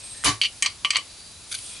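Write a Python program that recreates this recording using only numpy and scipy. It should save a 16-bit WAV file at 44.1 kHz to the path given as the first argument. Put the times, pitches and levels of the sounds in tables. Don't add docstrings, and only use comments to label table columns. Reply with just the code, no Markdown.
import sys
import numpy as np
from scipy import signal
from scipy.fft import rfft, irfft
from scipy.io import wavfile
from scipy.ndimage import uniform_filter1d

SR = 44100
rng = np.random.default_rng(int(sys.argv[2]) if len(sys.argv) > 2 else 0)


def to_wav(sig):
    pcm = np.clip(np.atleast_2d(sig), -1, 1) * 32767
    pcm = np.round(pcm).astype(np.int16)
    wavfile.write(sys.argv[1], SR, pcm.T)


N = 79380
TIME_S = np.arange(N) / SR
BIN_HZ = np.arange(N // 2 + 1) * SR / N
CUTOFF_HZ = 11050
AIR_SIDE_DB, CONTACT_SIDE_DB = -8.5, -14


def from_db(db):
    return 10 ** (np.asarray(db) / 20)


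def automation(rows):
    times_s, *columns = np.transpose(rows)
    return [np.interp(TIME_S, times_s, column) for column in columns]


def eq_db(curve, hz):
    points_hz, points_db = np.transpose(curve)
    return np.interp(np.log(np.maximum(hz, 1)), np.log(points_hz), points_db)


def drift(rate_hz):
    smooth = irfft(rfft(rng.standard_normal(N)) / (1 + (BIN_HZ / rate_hz) ** 2), N)
    return smooth / smooth.std()


def wavering_tone(pitch_hz, spread_hz, rate_hz):
    return np.sin(2 * np.pi * np.cumsum(pitch_hz + spread_hz * drift(rate_hz)) / SR)


def stereo(mid, side, side_db):
    return mid + from_db(side_db) * side * np.array([[1], [-1]])


def noise(spectrum, side_db, tint=None):
    gain = from_db(eq_db(spectrum, BIN_HZ)) * (BIN_HZ < CUTOFF_HZ)
    gain = gain / np.sqrt(np.mean(gain ** 2))
    if tint is not None:
        gain = gain * from_db(eq_db(tint, BIN_HZ))
    mid, side = irfft(rfft(rng.standard_normal((2, N))) * gain, N)
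    return stereo(mid, side, side_db)


def envelope(start_s, attack_s, hold_s, t60_s):
    age_s = TIME_S - start_s
    decay_db = -60 * np.clip((age_s - attack_s - hold_s) / t60_s, 0, 3)
    return np.clip(age_s / attack_s, 0, 1) * from_db(decay_db)


# freq_hz, gain_db
ROOM_TONE_EQ = [(20, -14), (45, -2), (100, 2.5), (150, -7), (250, -9), (500, -13), (1000, -14.5),
                (2000, -16.5), (5000, -48), (11000, -28)]

def room_tone():
    return from_db(-53.5) * noise(ROOM_TONE_EQ, side_db=-10.5)


# start_s, hold_s, pitch_hz, half_width_hz, level_db
GAP_TONES = [(0, 0.31, 3990, 50, -56), (0, 0.06, 2500, 70, -55), (0.135, 0.11, 1824, 60, -52.5),
             (0.016, 0.17, 9670, 150, -52), (1.083, .22, 4600, 109, -53), (1.083, .32, 4030, 90, -57),
             (1.61, 0.13, 8480, 220, -48), (1.622, .17, 3310, 200, -50), (1.683, .13, 2440, 90, -54.5)]

def gap_tones():
    out = 0
    for start_s, hold_s, pitch_hz, half_width_hz, level_db in GAP_TONES:
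        resonance = 1 / (1 + ((BIN_HZ - pitch_hz) / half_width_hz) ** 2)
        air = irfft(rfft(rng.standard_normal((2, N))) * resonance, N)
        swell = envelope(start_s, 0.015, hold_s, t60_s=0.15)
        out += from_db(level_db) * swell * stereo(*air / air.std(), AIR_SIDE_DB)
    return out


# time_s, hiss_db, sizzle_db
LEAK_LEVELS = [(0, -44, -57), (.22, -44.5, -61), (.38, -48.5, -52), (.60, -46.5, -50.5), (.80, -46.5, -58),
               (1.05, -46.5, -55.5), (1.25, -47, -51.5), (1.46, -47, -53.5), (1.51, -46, -42),
               (1.62, -43, -42.5), (1.73, -42.5, -43), (1.8, -42, -67)]
# freq_hz, gain_db
HISS_EQ = [(300, -8), (1900, -9.5), (2500, -1.5), (2900, -3.5), (3400, -1.5), (4000, 2), (4300, -0.5),
           (4650, 2), (5300, -1), (6500, -2), (7100, -2), (8500, -4.5), (11000, -1.5)]
SIZZLE_EQ = [(300, -66), (5000, -7), (7000, -7.5), (8400, -3), (9500, 4), (10300, 1.5), (11000, -9)]

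def seal_hiss():
    hiss_db, sizzle_db = automation(LEAK_LEVELS)
    hiss = from_db(hiss_db) * noise(HISS_EQ, AIR_SIDE_DB)
    sizzle = from_db(sizzle_db) * noise(SIZZLE_EQ, AIR_SIDE_DB)
    flutter_db = 0.5 * drift(rate_hz=30.2)
    return (hiss + sizzle) * from_db(flutter_db)


# time_s, level_db
WHISTLE_LEVELS = [(0, -44), (.02, -56), (.04, -39.5), (.09, -44), (.135, -37.5), (.152, -53), (.175, -39.5),
                  (.205, -50), (.236, -40.5), (.246, -90)]

def seal_whistle():
    level_db, = automation(WHISTLE_LEVELS)
    return np.sqrt(2) * from_db(level_db) * wavering_tone(pitch_hz=8481, spread_hz=8, rate_hz=48)


# start_s, hold_s, level_db
SCRAPE_STROKES = [(1.513, 0.013, -30), (1.540, 0.0095, -30)]
# freq_hz, gain_db
SCRAPE_EQ = [(200, -37), (1000, -37), (1500, 2.5), (1900, -14), (2350, 9), (2750, -13), (3400, 6.5),
             (4600, -6.5), (5600, -5), (6400, 2), (7300, -13), (11000, 4)]

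def sleeve_scrape():
    strokes = sum(from_db(level_db) * envelope(start_s, 0.0036, hold_s, t60_s=0.042)
                  for start_s, hold_s, level_db in SCRAPE_STROKES)
    grit = from_db(-drift(rate_hz=700))
    return strokes * grit * noise(SCRAPE_EQ, CONTACT_SIDE_DB)


# start_s, pitch_hz, level_db, attack_s, hold_s, t60_s
HOLLOW_TONES = [(0.25, 110.9, -30.5, .02, 0.022, 0.28), (.256, 292, -28, 0.015, 0.022, .14),
                (.257, 1026, -33, 0.0035, 0.017, 0.13), (0.252, 1153, -24, .003, 0.021, 0.25),
                (0.266, 3003, -20.5, 0.0035, 0.0099, 0.065)]

def hollow_ring():
    out = 0
    for start_s, pitch_hz, level_db, *shape in HOLLOW_TONES:
        tone = wavering_tone(pitch_hz, spread_hz=0.01 * pitch_hz, rate_hz=68.6)
        out += from_db(level_db) * envelope(start_s, *shape) * tone
    return out


# freq_hz, gain_db
SPIT_EQ = [(200, -25), (700, -14), (1300, 9), (2500, -13), (5500, -16), (7500, -14), (11000, -13)]
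JET_FRONT_EQ = [(100, -22), (2500, -10), (3500, -2), (4500, -9), (5400, -1), (7000, -7), (9200, -1),
                (10400, 5.5), (11000, 1)]
JET_EQ = [(30, -22), (100, -10), (400, 1), (800, -7), (2000, -2.5), (3500, 1), (5000, -3), (8000, -1),
          (10300, 3.5), (11000, -8)]
RUSH_EQ = [(30, -14), (70, 5), (170, 2), (230, -9.5), (400, -2.5), (520, -15), (750, -4), (950, -3.5),
           (1110, 9), (1270, -6.5), (1450, -6.5), (1850, -1.5), (2300, 1), (2800, -11), (3000, 7),
           (3200, -11), (3800, -1), (4300, -3.5), (4650, 2.5), (5100, -6), (6200, -3.5), (8000, -11),
           (11000, -13)]

def seating_puff():
    spit = from_db(-19) * noise(SPIT_EQ, AIR_SIDE_DB)
    spit *= envelope(start_s=0.2382, attack_s=0.00018, hold_s=0.0011, t60_s=0.0054)
    front = from_db(-22) * noise(JET_FRONT_EQ, AIR_SIDE_DB)
    front *= envelope(start_s=0.243, attack_s=0.0013, hold_s=0.009, t60_s=0.024)
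    jet = from_db(-21.5) * noise(JET_EQ, AIR_SIDE_DB)
    jet *= envelope(start_s=0.243, attack_s=0.0025, hold_s=0.0091, t60_s=0.24)
    rush = from_db(-19) * noise(RUSH_EQ, side_db=-6)
    rush *= envelope(start_s=0.249, attack_s=0.011, hold_s=0.026, t60_s=0.19)
    return spit + front + jet + rush


# pitch_hz, gain_db, t60_s
METAL_MODES = [(1158.6, -15.5, 0.14), (1856, -13, 0.11), (2100, -16.5, 0.14), (2243, -7.5, 0.085),
               (2375, -6, 0.074), (2555, -16.5, .12), (2755, -32, 0.14), (2795, -18, 0.18),
               (2985, -8.5, 0.14), (3174, -5.5, 0.082), (4090, -18.5, 0.16), (4610, -14.5, 0.097),
               (4780, -21, 0.23), (5730, -18.5, 0.13), (6560, -19, 0.12), (8300, -21, 0.15)]

def metal_ring(start_s, tint):
    ring, age_s = np.zeros((2, N)), TIME_S[:SR // 3]
    for pitch_hz, gain_db, t60_s in METAL_MODES:
        scatter_db = 1.5 * rng.standard_normal()
        strength = from_db(gain_db + eq_db(tint, pitch_hz) + scatter_db)
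        waves = np.sin(2 * np.pi * (pitch_hz * age_s + rng.random((2, 1))))
        ring[:, :len(age_s)] += strength * waves * from_db(-60 * age_s / t60_s)
    mid, side = np.pad(ring, ((0, 0), (int(start_s * SR), 0)))[:, :N]
    return stereo(mid, side, side_db=-13.5)


# freq_hz, gain_db
CRACK_EQ = [(100, -33.5), (500, -24.5), (850, -22.5), (1120, -1.5), (1350, -20), (1520, -16), (1700, -15),
            (2250, -0.5), (2620, -7), (3100, 0.5), (3750, -11.5), (4550, 1), (5200, -12.5), (5850, -8.5),
            (6500, -11), (7150, -17.5), (8050, -8), (9000, -17.5), (9500, -9.5), (11000, -23)]
# start_s, level_db, crack_t60_s, ring_db, then tint_db for each tint band
SLEEVE_KNOCKS = [(0.4149, -12.5, 0.02, 2.5, -28, -27, -12.5, -1, -10.5, -1),
                 (0.4206, -22, 0.078, 0, -19, -23, -24, -3, -12, -8),
                 (0.4338, -20.5, 0.038, -1.5, -25, -11, -3.5, 4, -12, -11),
                 (0.445, -19, 0.07, -4.5, -29, -14, -4, -5, -14, -12),
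                 (0.4506, -19, 0.069, -3.5, -28, -22, -12, -5.5, -12.5, -10),
                 (.6236, -19, 0.027, 4, -22, -6.5, 0.5, 1.5, 12.5, 13.5),
                 (0.648, -28, 0.026, 1, -16, 4, 9, 0, -8, -9),
                 (0.6599, -15.5, 0.037, -5.5, -8, -2, 2, 3, -0.5, -13),
                 (0.8476, -15, 0.047, 2.5, 3, 1, -8, -7.5, -13.5, -12),
                 (0.9049, -16.5, 0.026, -1.5, -13, -4.5, -0.5, 1, 4, -7),
                 (0.933, -31, 0.072, -6, 5, 4.5, 4, -5, -10, -12),
                 (0.9474, -24.5, 0.073, -11, -7, -3, 1, -3, -12, -12),
                 (.9570, -16, .019, -3, 0, 1, -0.5, 4.5, -19, -15),
                 (0.9665, -19.5, 0.03, -3.5, -10, 3.5, 4.5, 0.5, 5, 1),
                 (0.9841, -26, .03, -5.5, 10.5, -3, -11, -11, -12, -15),
                 (1.524, -39, 0.022, -2, -10, -12, -8, 15, 10, 9),
                 (1.549, -28.5, 0.023, -9, -10, -14, -8, 3.5, -6, 9),
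                 (1.5873, -42.5, .02, -3, -12, -10, -2, 9, -3, 25)]
TINT_BANDS_HZ, TINT_PIVOT_HZ = [500, 1100, 1900, 4500, 8000, 10000], 2900

def sleeve_clicks():
    out = 0
    for start_s, level_db, crack_t60_s, ring_db, *tint_db in SLEEVE_KNOCKS:
        tint = sorted([(TINT_PIVOT_HZ, 0), *zip(TINT_BANDS_HZ, tint_db)])
        dulled = [(hz, db - 2 * np.log2(hz / TINT_PIVOT_HZ)) for hz, db in tint]
        crack = noise(CRACK_EQ, CONTACT_SIDE_DB, tint)
        crack *= envelope(start_s, attack_s=0.00045, hold_s=0.084 * crack_t60_s, t60_s=crack_t60_s)
        tail = from_db(-12.5) * noise(CRACK_EQ, side_db=-5.5, tint=dulled)
        tail *= envelope(start_s, attack_s=0.0024, hold_s=0, t60_s=0.17)
        ring = from_db(ring_db) * metal_ring(start_s, tint)
        out += from_db(level_db) * (crack + tail + ring)
    return out


def scene():
    steel = sleeve_clicks() + sleeve_scrape()
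    puff = seating_puff() + hollow_ring()
    leak = seal_hiss() + seal_whistle() + gap_tones()
    pan = from_db([[0.25], [-0.25]])
    return (steel + puff + leak) * pan + room_tone()


def record(dry):
    threshold_db, release_db_per_s = -6, 900
    peak_db = 20 * np.log10(np.abs(dry).max(axis=0) + 1e-9)
    over_db = np.maximum(peak_db - threshold_db, 0)
    release_db = release_db_per_s * TIME_S
    reduction_db = np.maximum.accumulate(over_db + release_db) - release_db
    limited = dry * from_db(-uniform_filter1d(reduction_db, size=24))
    low_pass = signal.ellip(12, 0.1, 70, CUTOFF_HZ, fs=SR, output="sos")
    return signal.sosfilt(low_pass, limited)


dry = scene()
out = record(dry)
to_wav(out)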